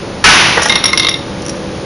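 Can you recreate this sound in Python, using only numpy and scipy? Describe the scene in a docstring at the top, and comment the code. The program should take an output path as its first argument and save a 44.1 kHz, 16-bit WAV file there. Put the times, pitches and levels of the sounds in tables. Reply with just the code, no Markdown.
"""One very loud hammer knock on a board echoes through a workshop, over the hum of machines.
A steel pipe fitting is then rocked and picked up: it bumps the board, clinks, and its loose bolt ticks.
The impacts excite damped modes and bursts of noise, which the hall prolongs as reverberation.
The input of a small, close camera overloads on every strong hit."""
import sys
import numpy as np
from scipy import signal
from scipy.fft import rfft, irfft, next_fast_len
from scipy.io import wavfile
from scipy.ndimage import map_coordinates

SR = 44100
rng = np.random.default_rng(int(sys.argv[2]) if len(sys.argv) > 2 else 0)


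def pcm_store(signal):
    """Save signal as 16-bit PCM."""
    levels = np.round(np.clip(np.atleast_2d(signal), -1, 1) * 32767)
    wavfile.write(sys.argv[1], SR, levels.astype(np.int16).T)


N = 81585
KNOCK_S = 0.2408

# Spectrum of the knock's broadband crash: frequency_hz, level_db
CRASH_SPECTRUM = [(30, -35), (100, -8), (300, -5), (550, -10), (850, -1), (1400, 0), (2300, 3.5), (3000, 2),
                  (4500, -2), (6000, 2.5), (8000, -8.5)]


def amp(db):
    """Decibels as an amplitude ratio."""
    return 10 ** (np.asarray(db) / 20)


def along(points, hz):
    """Interpolation of (frequency_hz, value) points on a logarithmic frequency axis."""
    point_hz, values = np.transpose(points)
    return np.interp(np.log(hz + 1), np.log(point_hz + 1), values)


def filtered(x, response):
    """Linear filtering: the spectrum of x is multiplied by a frequency response."""
    size = next_fast_len(x.shape[-1] + SR // 4)
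    hz = np.fft.rfftfreq(size, 1 / SR)
    return irfft(rfft(x, size) * response(hz), size)[..., :x.shape[-1]]


def noise(spectrum, size):
    """Spectral shaping: white noise is coloured, then scaled to rms 1."""
    coloured = filtered(rng.standard_normal(size), lambda hz: amp(along(spectrum, hz)))
    return coloured / np.sqrt(np.mean(coloured ** 2) + 1e-20)


def wobble(knots_per_s):
    """Slow random modulation: a spline through random values."""
    return map_coordinates(rng.standard_normal(N // 100), [np.arange(N) * knots_per_s / SR])


def fade(t60_s):
    """Half a second of exponential decay, falling 60 dB in t60_s."""
    return np.exp(-np.log(1000) * np.arange(SR // 2) / SR / t60_s)


def burst(spectrum, t60_s):
    """A broadband transient: coloured noise under exponential decay."""
    return noise(spectrum, size=SR // 2) * fade(t60_s)


def ring(modes, attack_s, scatter_db=1, detune=0.003):
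    """Modal superposition: damped sinusoids whose level and pitch vary a little at each blow."""
    t = np.arange(SR // 2) / SR
    vibration = 0
    for hz, db, t60_s in modes:
        gain = amp(db + scatter_db * rng.normal())
        pitch_hz = hz * (1 + detune * rng.normal())
        vibration += gain * fade(t60_s) * np.sin(2 * np.pi * pitch_hz * t)
    return (1 - np.exp(-t / attack_s)) * vibration


def at(start_s, x):
    """Pure delay: x begins at start_s."""
    return np.pad(x, (round(start_s * SR), N))[:N]


def stereo(mid, side, width_db=-21):
    """Sum and difference: a weak side signal gives a narrow stereo image."""
    return np.array([mid + amp(width_db) * side, mid - amp(width_db) * side])


def machines(air_db=-25, hum_db=-0.5, waver_db=3):
    """Steady broadband noise under hum lines with random amplitude and phase modulation."""
    # Spectrum of the workshop noise: frequency_hz, level_db
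    air_spectrum = [(15, -40), (25, -14), (54, -8), (143, -1), (165, -0.5), (199, -4), (224, -6), (270, -4),
                    (413, -5), (562, -4), (632, -10.5), (859, -11.5), (1380, -14.5), (2370, -18.5),
                    (7000, -18.5), (9100, -77), (15400, -120)]
    # Tones of the machines: pitch_hz, level_db
    hum_lines = [(193.8, -35.5), (274.5, -45), (328.4, -37), (506.0, -37.5), (565.2, -40), (882.9, -44.5),
                 (1200, -46.5)]
    t = np.arange(N) / SR
    hum = 0
    for hz, db in hum_lines:
        rms = amp(db + waver_db * wobble(knots_per_s=7.4))
        phase = 2 * np.pi * (hz * t + rng.random()) + 0.3 * wobble(knots_per_s=9.57)
        hum += rms * np.sqrt(2) * np.sin(phase)
    air = stereo(noise(air_spectrum, size=N), noise(air_spectrum, size=N))
    return amp(air_db) * air + amp(hum_db) * hum


def hall_decay(noise_pair, t60_share=1, build_s=0.002):
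    """A diffuse field builds up, then decays exponentially at a rate that depends on frequency."""
    # Reverberation time of the hall: frequency_hz, t60_s
    reverberation_times = [(100, 1), (500, 1.45), (2000, 1.22), (4000, 1.244), (7000, 0.9)]
    hz, t, spectra = signal.stft(noise_pair, SR, nperseg=256)
    t60_s = t60_share * along(reverberation_times, hz)[:, None]
    envelope = np.exp(-np.log(1000) * t / t60_s) * (1 - np.exp(-t / build_s))
    return signal.istft(spectra * envelope, SR, nperseg=256)[1][:, :N]


def stereo_spread(x, side_db=-15):
    """A faint, noise-smeared copy in the side channel gives a close sound slight stereo width."""
    # Spectrum of the side channel's smear: frequency_hz, level_db
    spread_spectrum = [(100, 2), (2000, -1), (4000, -3), (7000, 7.5)]
    smear = burst(spread_spectrum, t60_s=0.015)
    side = amp(side_db) * signal.fftconvolve(x, smear / np.linalg.norm(smear))[:N]
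    return np.array([x + side, x - side])


def in_hall(start_s, x, wet_db=-11):
    """Convolution gives a small sound slight stereo width and a short diffuse tail."""
    tail = hall_decay(rng.standard_normal((2, SR * 3 // 4)), t60_share=0.38)
    mid, side = signal.fftconvolve(x[None], tail / np.linalg.norm(tail[0]), axes=1)
    return stereo_spread(at(start_s, x)) + amp(wet_db) * stereo(at(start_s, mid), at(start_s, side))


def hand_thumps():
    """Soft contact excites only low frequencies: each thump is one slowly rising mode."""
    # Padded contacts of hand and fitting: start_s, pitch_hz, level_db
    thumps = [(.577, 95, -17.5), (0.702, 226.5, -12.5), (1.452, 68, -31)]
    t60_s = 0.11
    return sum(at(start_s, ring([(hz, db, t60_s)], attack_s=0.015)) for start_s, hz, db in thumps)


def bolt_ticks():
    """Rattle across a clearance: the loose bolt strikes its hole in short, bright bursts."""
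    # Impacts of the bolt: start_s, level_db
    ticks = [(0.6197, 3.5), (0.631, 6), (0.656, 4), (0.6858, -2), (1.4202, -16), (1.453, -17),
             (1.4632, -11.5), (1.483, -12.5), (1.4938, -6), (1.504, -36)]
    # Spectrum of one tick: frequency_hz, level_db
    tick_spectrum = [(100, -47), (500, -16), (2000, -16), (2800, -9), (3500, -8), (4600, -15), (5700, 7),
                     (6400, 0), (8000, -2.5)]
    return sum(in_hall(start_s, amp(db) * burst(tick_spectrum, t60_s=0.036)) for start_s, db in ticks)


def board_bumps():
    """Impact excitation: the rocking fitting sets off the board's heavily damped modes."""
    # Impacts of the fitting on the board: start_s, level_db
    bumps = [(.5725, -7.5), (.5765, -2.5), (.594, -14), (.62, -10), (.657, -4.5), (.696, -6.5), (.756, -10)]
    # Modes of the board: pitch_hz, level_db, t60_s
    board_modes = [(502.3, -10, 0.1), (628, 10, 0.015), (850, 9, 0.017), (1150, -2, 0.037),
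                   (1447, -8, 0.069), (1626, 3.5, 0.022), (1887, 7, 0.026)]
    return sum(in_hall(start_s, amp(db) * ring(board_modes, attack_s=0.0013)) for start_s, db in bumps)


def fitting_clinks(ring_db=2.5, noise_db=-5.5):
    """Steel on steel clicks and rings; the point of contact decides how strongly each mode is excited."""
    # Steel contacts: start_s, contact_db, low_ring_db, middle_ring_db, high_ring_db
    clinks = [(.696, 10.5, 3.5, 4, -0.5), (.7228, 5, -4, -10, -21), (.7555, 5, -2, 2, -0.5),
              (.778, -23.5, -30, -6, -27), (.840, 11, -3.5, -14, 6.5), (.856, 12, -11, -8, 8),
              (.879, -16, -16, -6, -26), (.891, -8, -8, -24.5, -15), (.9315, 5.5, 3, -24, -14),
              (.9745, 11.5, -5.5, -5, 5.5), (.9968, 5, -2.5, -3, 0), (1.022, -12, -25, -5, -18),
              (1.0318, -2, -7.5, -7, -22), (1.047, 2, -3, -5, -21), (1.068, -2, -5, -2.5, -6.5),
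              (1.086, 4.5, -7, -12, -30), (1.091, -4, -14.5, -9, 1), (1.113, -15, -12, -15, -25),
              (1.1408, -15.5, -16, -4, -15)]
    # Centres of the low, middle and high ring bands: frequency_hz
    band_hz = [2125, 3720, 5590]
    # Modes of the fitting, damped by the hand: pitch_hz, level_db, t60_s
    steel_modes = [(1078, -15.5, 0.063), (1230, -14.5, 0.034), (2118, -2.5, 0.049), (2730, -14, 0.072),
                   (3444, -7.5, 0.032), (3707, 1, 0.036), (3764, -12.5, 0.042), (4060, -13.5, 0.032),
                   (4800, -11, 0.038), (5571, 1, 0.026), (5575, -14, 0.063)]
    # Spectrum of the contact noise: frequency_hz, level_db
    contact_spectrum = [(100, -20), (400, -1), (1200, 4), (2500, 5.5), (3300, 7), (4300, 4), (5500, 6),
                        (8000, -4)]
    click_mode = (3782, 4.5, 0.0071)  # pitch_hz, level_db, t60_s
    out = np.zeros((2, N))
    for start_s, contact_db, *band_db in clinks:
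        modes = [(hz, db + ring_db + np.interp(hz, band_hz, band_db), t60_s)
                 for hz, db, t60_s in steel_modes]
        click = ring([click_mode], attack_s=0.00067, detune=0.067)
        contact = click + amp(noise_db) * burst(contact_spectrum, t60_s=0.019)
        out += in_hall(start_s, ring(modes, attack_s=0.0015) + amp(contact_db) * contact)
    return out


def hammer_reverberation(level_db=4):
    """The knock fills the hall with a diffuse field that starts with the colour of its crash."""
    mid, side = hall_decay(np.array([noise(CRASH_SPECTRUM, size=N), noise(CRASH_SPECTRUM, size=N)]))
    return amp(level_db) * stereo(at(KNOCK_S, mid), at(KNOCK_S, side))


def hammer_knock(level_db=18, crash_db=6, slap_s=0.048, slap_db=-14):
    """A hard impulse excites modes and broadband noise; one wall returns it as a slap echo."""
    # Modes of hammer and board: pitch_hz, level_db, t60_s
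    knock_modes = [(852, -8.5, 0.065), (1292, 0.5, 0.07), (1391, -18, 0.087), (1500, -11.5, 0.24),
                   (1680, -7, 0.098), (1865, -6.5, 0.11), (2212, -6.5, 0.13), (2342, -4, 0.11),
                   (2420, -29, 0.36), (2838, -10.5, 0.16), (3740, 6, 0.027)]
    snap_mode = (4463, 7.5, 0.022)
    thud_mode = (51.3, -29, 0.46)  # the board on the floor
    blow = ring(knock_modes, attack_s=0.00048)
    blow += amp(crash_db) * burst(CRASH_SPECTRUM, t60_s=0.1)
    blow += ring([snap_mode, thud_mode], attack_s=0.00074)
    return amp(level_db) * (at(KNOCK_S, blow) + amp(slap_db) * at(KNOCK_S + slap_s, blow))


def scene():
    """Superposition of the close knock and handling with the hall and its machines."""
    knock = stereo_spread(hammer_knock()) + hammer_reverberation()
    handling = board_bumps() + hand_thumps() + fitting_clinks() + bolt_ticks()
    return knock + handling + machines()


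def record(dry):
    """Saturation rounds the peaks; spectral imaging from coarse sampling mirrors the treble upward."""
    # Frequency response of the input: frequency_hz, gain_db
    input_response = [(20, 0.5), (60, 4.5), (3000, 0.5), (5600, -3), (6300, -5.5), (7000, -10.5),
                      (7500, -14), (8000, -35)]
    overload, knee, full_scale = 0.92, 5, 0.955
    sampling_hz, top_hz, mirror_db = 16000, 10510, 2
    nyquist_hz = sampling_hz / 2
    saturated = dry / (1 + np.abs(dry / overload) ** knee) ** (1 / knee)
    band = filtered(saturated, lambda hz: amp(along(input_response, hz)) * (hz < nyquist_hz))
    images = band * 2 * np.cos(2 * np.pi * sampling_hz * np.arange(N) / SR)
    mirror = filtered(images, lambda hz: (sampling_hz / np.maximum(hz, nyquist_hz) - 1) ** 2)
    limited = np.clip(band + amp(mirror_db) * mirror, -full_scale, full_scale)
    return filtered(limited, lambda hz: hz < top_hz)


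dry = scene()
out = record(dry)
pcm_store(out)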